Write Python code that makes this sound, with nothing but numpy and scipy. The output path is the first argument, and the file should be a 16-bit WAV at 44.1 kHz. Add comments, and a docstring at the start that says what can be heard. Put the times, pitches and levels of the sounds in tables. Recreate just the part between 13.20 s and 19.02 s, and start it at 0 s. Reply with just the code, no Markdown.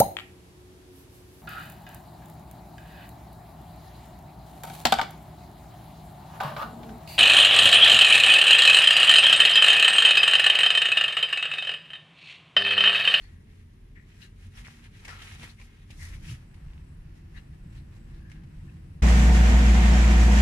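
"""Potting a seedling.

Gloved hands work crumbly soil in a plastic pot beside a concrete wall, then set a seedling into it.
Slipping crumbs and breaking clods excite the pot's resonances; the rubber gloves squeak by stick-slip.
Behind them a distant engine rumbles, machinery hums, the air hisses, and two insects and a thin whistle
sound faintly. At one instant the background jumps, with a click, to a fuller rumble."""
import sys
import numpy as np
from scipy import signal
from scipy.fft import rfft, irfft
from scipy.io import wavfile

SR = 44100
rng = np.random.default_rng(int(sys.argv[2]) if len(sys.argv) > 2 else 0)


def int16_out(signal):
    """Quantize to a 16-bit WAV file."""
    q = np.round(np.clip(np.atleast_2d(signal).T, -1, 1) * 32767)
    wavfile.write(sys.argv[1], SR, q.astype(np.int16))


N = 256662
TIME = np.arange(N) / SR
FREQS = np.maximum(np.fft.rfftfreq(N, 1 / SR), 1)
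JUMP_S = 2.703   # the background passes from its first state to its second
RESTING_DB = -78.5   # grinding between strokes: the hands never lie quite still

# Spectrum of coarse crumbs crunching: f/Hz, relative spectral level/dB
CRUNCH_SPECTRUM = [(300, -11.5), (510, -2), (620, -15.5), (760, -3.5), (930, -2), (1100, 0.5), (1330, -3.5),
                   (1800, -4.5), (2600, -36.5)]
# Spectrum of the hiss of sliding glove and crumbs: f/Hz, relative spectral level/dB
HISS_SPECTRUM = [(2400, -7.5), (3800, -0.5), (5500, 2), (7000, 0), (8400, -3.5), (9700, -0.5), (11500, -6),
                 (13000, -13), (15000, -26)]


def from_db(db):
    """Amplitude ratio of a level: a factor of ten per 20 dB."""
    return 10 ** (np.asarray(db) / 20)


def unit_rms(x):
    """Normalisation to unit mean power."""
    return x / np.sqrt(np.mean(x ** 2) + 1e-20)


def balance(left_db):
    """Interaural level difference: the left gains the level that the right loses."""
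    return from_db([[left_db], [-left_db]])


def at_freqs(points):
    """Interpolation of a curve on a logarithmic frequency axis."""
    hz, value = np.transpose(points)
    return np.interp(np.log(FREQS), np.log(hz), value)


def drift(knots_per_s):
    """Random modulation of unit rms: Gaussian values joined by straight lines."""
    knots = rng.standard_normal(1400)
    return unit_rms(np.interp(TIME * knots_per_s, np.arange(len(knots)), knots))


def colour(x, spectrum):
    """Minimum-phase filtering by the folded cepstrum; white noise keeps its power."""
    cepstrum = irfft(np.log(unit_rms(from_db(at_freqs(spectrum)))), N)
    cepstrum[1:N // 2] *= 2
    cepstrum[N // 2 + 1:] = 0
    return irfft(rfft(x) * np.exp(rfft(cepstrum)), N)


def resonate(x, hz, width_hz, block=256):
    """Two-pole resonance whose centre follows a curve; white noise keeps its power."""
    radius = np.exp(-np.pi * width_hz / SR)
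    b = np.sqrt((1 - radius ** 2) / 2) * np.array([1, 0, -1])
    out, state = np.zeros_like(x), np.zeros((2, 2))
    for i in range(0, x.shape[1], block):
        a = [1, -2 * radius * np.cos(2 * np.pi * hz[i] / SR), radius ** 2]
        out[:, i:i + block], state = signal.lfilter(b, a, x[:, i:i + block], zi=state)
    return out


def diffuse_noise(gain):
    """A diffuse field of unit rms: the two sides are coherent only at long wavelengths."""
    # Likeness of left and right: f/Hz, correlation coefficient
    correlation = [(30, .9993), (70, .996), (150, .975), (250, .78), (350, .48), (480, -.35), (700, -.45),
                   (1000, -.2), (1500, .08), (12000, 0)]
    # Lean of the field: f/Hz, level/dB added on the left and taken from the right
    left_bias = [(200, 0), (450, 1), (1000, 1), (2500, 0), (6000, -1)]
    mid, side = rfft(rng.standard_normal((2, N)))
    alike = at_freqs(correlation)
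    ears = np.sqrt(1 + alike) * mid + np.sqrt(1 - alike) * side * [[1], [-1]]
    lean = from_db(at_freqs(left_bias) * [[1], [-1]])
    return unit_rms(irfft(gain * ears * lean, N))


def air(first_db=-69.5, second_db=-65.5):
    """Outdoor hiss is diffuse broadband noise, a little louder after the jump."""
    # Hiss before and after the jump: f/Hz, relative spectral level/dB
    first_spectrum = [(260, -1), (450, -5), (763, -8.5), (979, -8.5), (1070, -10), (1310, -9.5),
                      (1430, -26), (1570, -6.5), (2190, -8), (3080, -12.5), (3360, -13), (8340, -35),
                      (9800, -26), (10900, -29), (15000, -26)]
    second_spectrum = [(260, -10), (450, 3), (484, -3), (577, -0.5), (786, -1.5), (1330, -6), (1790, -3),
                       (2360, -7.5), (2620, -6), (3410, -15.5), (5450, -17), (6500, -25), (8850, -23.5),
                       (9660, -23.5), (15000, -27)]
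    first = from_db(first_db) * diffuse_noise(from_db(at_freqs(first_spectrum)))
    second = from_db(second_db) * diffuse_noise(from_db(at_freqs(second_spectrum)))
    return np.where(TIME < JUMP_S, first, second)


def engine_rumble(split_hz=70):
    """A distant engine as two noise bands, throb and drone, each with its own amplitude modulation."""
    # Rumble before and after the jump: f/Hz, relative spectral level/dB
    first_spectrum = [(12, -24), (20, 1), (43, 15.5), (64, -3.5), (92, -3), (106, -3.5), (124, -7.5),
                      (238, -16.5), (259, -29.5), (282, -19.5), (349, -25), (370, -25), (426, -26.5),
                      (499, -34.5), (600, -35), (780, -48), (1320, -120)]
    second_spectrum = [(12, -63), (20, 4.5), (43, 5.5), (64, -0.5), (92, -3), (109, -9.5), (147, -5),
                       (162, -7.5), (245, -22), (270, -23), (340, -20), (414, -40), (492, -32),
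                       (600, -44.5), (780, -57), (1320, -120)]
    # Envelopes of the deep throb and of the drone above it: t/s, level/dB
    throb_levels = [(0.0, -50), (1.33, -59), (1.39, -43.5), (1.49, -55.5), (2.66, -53), (2.97, -45),
                    (3.29, -52.5), (3.6, -41.5), (3.69, -66), (3.76, -41.5), (4.07, -59), (4.15, -47),
                    (5.33, -48.5), (5.38, -43), (5.56, -61), (5.82, -53)]
    drone_levels = [(0.0, -54.5), (0.18, -49.5), (0.47, -53), (1.47, -51), (1.54, -52), (2.28, -47.5),
                    (2.38, -56), (3.14, -42), (3.18, -49), (4.41, -48), (4.49, -45), (4.78, -46),
                    (5.62, -44.5), (5.82, -45.5)]
    throb_db = np.interp(TIME, *np.transpose(throb_levels))
    drone_db = np.interp(TIME, *np.transpose(drone_levels))
    throb_share = 1 / (1 + (FREQS / split_hz) ** 8)
    parts = []
    for spectrum in (first_spectrum, second_spectrum):
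        gain = from_db(at_freqs(spectrum))
        throb = from_db(throb_db) * diffuse_noise(gain * np.sqrt(throb_share))
        drone = from_db(drone_db) * diffuse_noise(gain * np.sqrt(1 - throb_share))
        parts.append(throb + drone)
    return np.where(TIME < JUMP_S, *parts)


def machinery_hum(wander_hz=3.564, waver_db=2.5):
    """Distant machinery has a line spectrum, each line wavering in frequency and level."""
    # Spectral lines: f/Hz, level/dB before the jump, level/dB after it
    lines = [(41.5, -80, -53.5), (86.4, -54, -54), (149.5, -66, -60), (233.4, -65, -69),
             (269.8, -74.5, -72.5), (375, -74.5, -76), (429.5, -78, -84)]
    out = 0
    for hz, first_db, second_db in lines:
        turns = np.cumsum(hz + wander_hz * drift(22)) / SR + rng.random()
        level_db = np.where(TIME < JUMP_S, first_db, second_db) + waver_db * drift(13)
        out = out + from_db(level_db) * np.sin(2 * np.pi * turns)
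    return out


def whistle(hz=12898, wander_hz=11, left_db=-102, right_db=-89.5):
    """A thin pure tone under random frequency modulation, mostly on the right."""
    turns = np.cumsum(hz + wander_hz * drift(90)) / SR
    return from_db([[left_db], [right_db]]) * np.sin(2 * np.pi * turns)


def insect(phrases, hz, glide_hz, width_hz, pulses_per_s, pulse_depth, left_db):
    """Source and filter: a noisy rasp rings one narrow resonance, amplitude-modulated into pulses."""
    edge_s, rate_spread, waver_db = 0.087, 0.15, 2.0
    envelope, centre_hz = np.zeros(N), np.full(N, float(hz))
    for start_s, length_s, level_db in phrases:
        gate = np.clip(np.minimum(TIME - start_s, start_s + length_s - TIME) / edge_s, 0, 1)
        envelope += from_db(level_db) * gate
        centre_hz += (gate > 0) * glide_hz * ((TIME - start_s) / length_s) ** 2
    turns = np.cumsum(pulses_per_s * (1 + rate_spread * drift(25))) / SR
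    pulses = unit_rms(1 + pulse_depth * np.sin(2 * np.pi * turns))
    rasp = rng.standard_normal((2, N))
    for _ in range(2):   # two passes steepen the resonance
        rasp = resonate(rasp, centre_hz, width_hz, block=1024)
    return unit_rms(rasp) * envelope * pulses * balance(left_db) * from_db(waver_db * drift(10))


def insects():
    """Two far insects on the left: fast modulation makes a rising buzz, slower modulation a trill."""
    # Phrases of each insect: start t/s, duration/s, level/dB
    buzzes = [(0, 0.79, -90), (.95, .8, -87), (2.1, 0.72, -87), (3.1, .8, -87.5), (4.13, 0.99, -88.5),
              (5.08, 0.89, -87.5)]
    trills = [(.7, .5, -89), (3.2, 0.6, -85), (4.13, 0.85, -84), (5.22, .62, -84.5)]
    buzz = insect(buzzes, 9520, glide_hz=228, width_hz=480, pulses_per_s=56, pulse_depth=.18, left_db=8)
    trill = insect(trills, 7800, glide_hz=-40, width_hz=560, pulses_per_s=28, pulse_depth=.31,
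                   left_db=4.5)
    return buzz + trill


def yard_reverb(x, t60_s=0.085, wet_db=-8.5, gap_s=0.003):
    """Reflections from ground and wall form a short diffuse tail that decays exponentially."""
    age = TIME[:SR // 3]
    tail = rng.standard_normal((2, len(age))) * from_db(-60 * age / t60_s) * (age > gap_s)
    tail /= np.sqrt(np.sum(tail ** 2, axis=1, keepdims=True))
    return x + from_db(wet_db) * signal.fftconvolve(x, tail, axes=1)[:, :N]


def hand_bumps(pitch_spread=0.0934):
    """The hands bump dully as they move in: low tone bursts under Gaussian envelopes."""
    # Bumps: centre t/s, 1/e half-width/s, f/Hz, rms level/dB at the centre
    bumps = [(1.245, 0.054, 87, -45.5), (1.37, 0.054, 87.3, -48.5), (2.852, 0.044, 84.7, -41),
             (2.961, 0.02, 84.7, -46), (3.124, 0.028, 115.8, -34.5), (3.44, 0.036, 139.8, -46.5),
             (4.533, 0.1, 130.1, -46.5)]
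    unsteady_time = np.cumsum(1 + pitch_spread * drift(90)) / SR
    out = np.zeros(N)
    for centre_s, half_width_s, hz, level_db in bumps:
        envelope = from_db(level_db) * np.sqrt(2) * np.exp(-((TIME - centre_s) / half_width_s) ** 2)
        out += envelope * np.sin(2 * np.pi * (hz * unsteady_time + rng.random()))
    return out


def grains(per_s, spread_db, clump_db, scatter_db=4.5, lag_spread_s=0.0001, right_lead_s=0.00012):
    """Shot noise of slips in clumps; each click has its own interaural time and level difference."""
    sizes = from_db(spread_db * np.minimum(rng.exponential(1, N), 4) + clump_db * drift(170))
    clicks = sizes * rng.choice([-1, 1], N) * (rng.random(N) < per_s / SR)
    pan = from_db(scatter_db * rng.standard_normal(N) / 2)
    lag = np.round(SR * (lag_spread_s * rng.standard_normal(N) - right_lead_s)).astype(int)
    right = np.bincount((np.arange(N) + lag) % N, clicks / pan, N)
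    return unit_rms(np.array([clicks * pan, right]))


def glove_squeaks(pitch_spread=0.012, rough_db=-0.5, left_db=3.0):
    """Stick-slip friction of rubber: tiny slips ring one steep resonance that moves with the grip."""
    # Gloves chafing pot and stem: t/s, rise/s, decay/s, f/Hz, glide/(Hz/s), bandwidth/Hz, level/dB
    squeaks = [(0.012, 0.022, 0.023, 4330, 0, 300, -64), (.01, 0.02, .11, 1830, 0, 450, -64),
               (.265, 0.021, 0.1, 2100, 0, 700, -72), (0.748, 0.014, 0.05, 1950, -700, 616, -56.5),
               (1.011, 0.013, 0.025, 2780, -3, 420, -53.5), (1.014, 0.02, 0.017, 4020, 0, 530, -55),
               (1.02, 0.015, 0.02, 1800, 0, 400, -57.5), (1.342, 0.017, 0.029, 5430, 0, 450, -65),
               (1.35, 0.039, .015, 2020, 0, 400, -60), (1.438, 0.011, 0.032, 2160, 0, 1100, -52.5),
               (1.445, .03, 0.063, 5400, 0, 700, -70), (1.881, 0.014, .03, 1850, -1000, 500, -47.5),
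               (1.879, .012, 0.033, 4850, 0, 1800, -54), (1.888, 0.03, 0.071, 1325, -200, 170, -51),
               (2.273, 0.033, 0.0057, 3970, 0, 1300, -56.5), (2.375, 0.016, 0.02, 2190, 0, 380, -57),
               (2.785, 0.01, .02, 2020, 0, 300, -51.5), (2.803, 0.022, 0.047, 1940, -200, 400, -50),
               (2.87, .015, .02, 2170, 0, 400, -58), (2.918, 0.016, 0.025, 2130, 0, 450, -55),
               (3.035, 0.064, 0.021, 2700, 2000, 870, -53), (4.138, 0.039, 0.016, 1840, 0, 650, -52.5),
               (4.158, 0.015, 0.012, 3860, 0, 420, -57), (4.17, 0.018, .008, 2600, 0, 600, -56),
               (4.545, 0.032, 0.027, 3850, 0, 1500, -68), (4.93, 0.022, 0.033, 3800, 0, 2000, -70.5),
               (4.76, 0.32, 0.25, 1730, -200, 220, -69.5), (5.045, .015, .012, 1750, 0, 150, -62),
               (5.47, .014, 0.011, 1680, 0, 300, -62), (5.487, 0.01, .0094, 2630, 0, 300, -61.5)]
    slips = grains(per_s=4000, spread_db=0.0, clump_db=1.0) * from_db(rough_db * drift(250))
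    grip = 1 + pitch_spread * drift(70)
    out = np.zeros((2, N))
    for start_s, rise_s, decay_s, hz, glide_hz_per_s, width_hz, level_db in squeaks:
        span = slice(int(start_s * SR), int(start_s * SR) + SR // 2)
        age = TIME[span] - TIME[span][0]
        swell = np.minimum(age / rise_s, np.exp(-(age - rise_s) / decay_s))
        centre_hz = (hz + glide_hz_per_s * np.minimum(age, rise_s + 2 * decay_s)) * grip[span]
        ringing = resonate(slips[:, span], centre_hz, width_hz)
        chafe = swell * resonate(ringing, centre_hz, width_hz)
        out[:, span] += from_db(level_db) * unit_rms(chafe) * np.sqrt(np.mean(swell ** 2))
    return out * balance(left_db)


def ticks(contact_s=0.00008, right_lead_s=0.00008, left_db=-1.0):
    """Impulse response: each tick rings as a damped sinusoid, arriving first on the right."""
    # The row at 2.7031 s is a dull click as the background jumps; the others are hard crumbs and twigs
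    # flicking the pot: t/s, level/dB, f/Hz, bandwidth/Hz
    impulses = [(0.0208, -45, 3000, 1500), (0.0442, -52, 1500, 600), (0.2754, -62, 2200, 1200),
                (0.335, -52, 2200, 1000), (0.4128, -55, 2000, 1000), (1.0185, -46, 3900, 1600),
                (1.448, -46, 2400, 900), (1.4682, -35, 1930, 400), (1.4756, -37, 5300, 2400),
                (1.4832, -37, 1210, 900), (1.5955, -46, 2300, 1000), (1.8912, -33.5, 1820, 800),
                (1.8989, -49, 2700, 1800), (1.93, -40, 1390, 600), (1.952, -52, 1510, 700),
                (1.9665, -40, 2900, 1800), (2.0195, -36.5, 2600, 1400), (2.024, -34, 4300, 3000),
                (2.037, -47, 3400, 2200), (2.136, -52, 2200, 1200), (2.1975, -38, 2600, 1500),
                (2.222, -36, 2500, 1300), (2.2322, -35, 2300, 1100), (2.2416, -39, 1900, 900),
                (2.2339, -46, 770, 150), (2.415, -40, 2400, 600), (2.7031, -42, 495, 900),
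                (3.1135, -42, 2000, 900), (3.314, -54, 2400, 1200), (3.344, -53, 4200, 3000),
                (3.4628, -54, 2400, 1200), (3.5036, -49, 2300, 1200), (3.5345, -44, 2600, 1600),
                (3.5796, -45, 2400, 1400), (3.854, -55, 2400, 1400)]
    out = np.zeros((2, N))
    for start_s, level_db, hz, width_hz in impulses:
        span = slice(int(start_s * SR), int(start_s * SR) + SR // 50)
        age = np.maximum(TIME[span] - start_s - np.array([[right_lead_s], [0]]), 0)
        envelope = (1 - np.exp(-age / contact_s)) * np.exp(-np.pi * width_hz * age)
        out[:, span] += from_db(level_db) * envelope / envelope.max() * np.sin(2 * np.pi * hz * age)
    return out * balance(left_db)


def cracks(rise_s=0.001, decay_s=0.0077, shower_db=-10.5, snap_db=-4.5, cutoff_hz=11000):
    """Impulsive excitation: one snap and a quick shower of clicks ring a resonance."""
    # The row at 2.7046 s is a sharp tick as the background jumps; the others are clods and twigs giving
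    # way against the pot: t/s, level/dB, resonance f/Hz, relative crunch/dB, relative hiss/dB
    snaps = [(1.016, -41.5, 4000, -20, -11), (1.4483, -33, 2150, -24, -24), (1.467, -43, 1890, -15, -25),
             (1.641, -43.5, 3060, -24, -5), (1.849, -26.5, 2220, -21, -11.5), (1.88, -27, 1750, -5, -21),
             (1.891, -41, 1900, -12, -14), (1.923, -36, 1340, -6, -21), (2.0193, -33.5, 2900, -29, -20),
             (2.219, -46, 2400, -9, -6), (2.231, -36, 2400, -2.5, -20), (2.398, -39.5, 2170, -2.5, -22),
             (2.413, -35.5, 2350, -10, -26), (2.7046, -33.5, 2640, -15, -9.5), (3.342, -46, 2050, -19, -14),
             (3.535, -53, 2000, -19, -9.5), (4.765, -48, 2000, -7, -16), (5.098, -41, 1700, -16, -10),
             (5.116, -38, 2110, -19, -17.5), (5.235, -44.5, 2100, 1.5, -21)]
    grit = from_db(shower_db) * grains(per_s=3000, spread_db=-1.0, clump_db=2.5, lag_spread_s=0.0003)
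    knock, crunch, hiss = np.zeros((3, 2, N))
    for start_s, level_db, hz, crunch_db, hiss_db in snaps:
        span = slice(int(start_s * SR), int(start_s * SR) + SR // 5)
        age = TIME[span] - TIME[span][0]
        envelope = (1 - np.exp(-age / rise_s)) * np.exp(-age / decay_s)
        shower = grit[:, span] * from_db(level_db) * envelope
        shower[:, 0] += from_db(level_db + snap_db)
        knock[:, span] += resonate(shower, np.full(len(age), hz), width_hz=600)
        crunch[:, span] += shower * from_db(crunch_db)
        hiss[:, span] += shower * from_db(hiss_db)
    low_pass = signal.butter(2, cutoff_hz, fs=SR, output="sos")   # dulls the cracks above the cutoff
    return signal.sosfilt(low_pass, knock + colour(crunch, CRUNCH_SPECTRUM) + colour(hiss, HISS_SPECTRUM))


def stroke_envelopes(attack_s=0.036, release_s=0.024, resting_crunch_db=1.5, resting_hiss_db=-0.5):
    """Amplitudes of grinding, crunch and hiss; overlapping strokes are incoherent and add in power."""
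    # Glove strokes: full pressure at t/s, hold/s, level/dB, relative crunch/dB, relative hiss/dB
    strokes = [(0.022, 0.024, -66, -11, -1.5), (0.08, 0.063, -70.5, -4, -5.5),
               (0.3, 0.11, -73.5, -16, -1.5), (0.89, 0.16, -69, -29, -4.5), (1.027, 0.019, -62, -21, 1),
               (1.205, 0.066, -67.5, -8, -1.5), (1.38, 0.022, -57.5, -4.5, -1.5),
               (1.455, 0.059, -61, -4, -3), (1.53, 0.07, -65.5, -4, -1), (1.645, 0.015, -60.5, -6, -5.5),
               (1.755, 0.12, -63, -12, -3.5), (1.9, 0.008, -53, 2.5, -5), (1.93, 0.12, -56.5, -1.5, -8),
               (2.03, 0.12, -54.5, -8, -3.5), (2.21, 0.097, -60.5, -0.5, 0), (2.234, 0.009, -50, -8, -6),
               (2.41, 0.043, -64.5, -7, -1), (2.5, 0.13, -68.5, -7, -7.5), (2.72, 0.017, -63.5, -21, -2.5),
               (2.817, 0.048, -60.5, -5, 7.5), (2.885, 0.02, -63.5, -5, 4), (2.94, 0.0097, -58, -4, 0),
               (3.055, 0.084, -57, -11, -9), (3.074, 0.055, -66, -24, 11.5), (3.19, 0.039, -72, 1, -1),
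               (3.35, .25, -74, 2, -6), (3.97, 0.012, -72, -15, 0), (4.168, 0.018, -65.5, 2, -1.5),
               (4.33, 0.02, -76, -10, -2), (4.55, 0.032, -66.5, -5, -3), (4.73, 0.044, -71.5, 1, -2.5),
               (4.89, 0.12, -73, 2, -4.5), (5.122, 0.042, -68, -9, -8), (5.349, 0.22, -75.5, 1, -3.5)]
    resting = from_db(RESTING_DB + np.array([[0], [resting_crunch_db], [resting_hiss_db]]))
    power = resting ** 2 * np.ones(N)
    for full_s, hold_s, level_db, crunch_db, hiss_db in strokes:
        span = slice(max(int(full_s * SR) - SR // 5, 0), int(full_s * SR) + SR // 2)
        age = TIME[span] - full_s
        # a stroke builds up, holds, and dies away as the crumbs settle
        envelope = np.exp(np.minimum(age, 0) / attack_s - np.maximum(age - hold_s, 0) / release_s)
        gains = from_db(level_db + np.array([[0], [crunch_db], [hiss_db]]))
        power[:, span] += (gains * envelope) ** 2
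    return np.sqrt(power)


def soil_rubbing(resting_wall_hz=1880, rise_hz_per_db=17):
    """Granular friction drives the pot's resonances; pressure adds crunch, the sliding glove hiss."""
    # Hollow modes of the pot: f/Hz, bandwidth/Hz, level/dB relative to the grinding
    pot_modes = [(756, 20, -24.5), (927, 16, -23.5), (980, 9.8, -28), (1264, 33, -13.5), (1320, 50, -19),
                 (1579, 23, -12.5), (1826, 40, -15.5), (1932, 70, -11), (2206, 30, -21.5),
                 (2470, 50, -13.5), (2690, 29, -17.5), (2975, 60, -19)]
    # Rustle of fine grains: f/Hz, relative spectral level/dB
    rustle_spectrum = [(800, -21), (1300, -7), (1800, 3), (2500, 1), (2950, -1), (3350, -3.5), (3900, -4.5),
                       (4600, -13.5), (7000, -32.5)]
    grinding, crunching, hissing = stroke_envelopes()
    # firmer rubbing rings the pot wall higher
    wall_hz = resting_wall_hz + rise_hz_per_db * (20 * np.log10(grinding) - RESTING_DB)
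    grit = grains(per_s=4500, spread_db=1.0, clump_db=-1.0) * grinding
    wall = from_db(-3.5) * resonate(grit, wall_hz, width_hz=730)
    # coarse crumbs lie deep in the pot, ring its modes and are heard mostly by reflection
    coarse = grains(per_s=2500, spread_db=3.0, clump_db=1.5, lag_spread_s=0.00059)
    crunch = colour(coarse * crunching, CRUNCH_SPECTRUM)
    hollow = sum(from_db(level_db) * resonate(coarse * grinding, [hz], width_hz, block=N)
                 for hz, width_hz, level_db in pot_modes)
    fine = grains(per_s=4000, spread_db=2.0, clump_db=2.0) * grinding
    rustle = from_db(1.0) * colour(fine, rustle_spectrum)
    glove = grains(per_s=10000, spread_db=1.6, clump_db=1.0) * hissing
    return wall + crunch + hollow + rustle + colour(glove, HISS_SPECTRUM)


def scene():
    """Superposition of the pot, a little to the left, its reflections and the background."""
    direct = soil_rubbing() + cracks() + ticks() + glove_squeaks()
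    pot = yard_reverb(direct) * balance(left_db=0.5)
    return pot + hand_bumps() + engine_rumble() + machinery_hum() + air() + insects() + whistle()


def record(dry, fade_s=0.008, cutoff_hz=15250):
    """Band limiting: a steep low-pass cuts the top, and the sound ends in a brief linear fade."""
    fade = np.minimum((TIME[-1] - TIME) / fade_s, 1)
    low_pass = signal.ellip(12, 0.1, 80, cutoff_hz, fs=SR, output="sos")
    return signal.sosfilt(low_pass, dry * fade)


dry = scene()
out = record(dry)
int16_out(out)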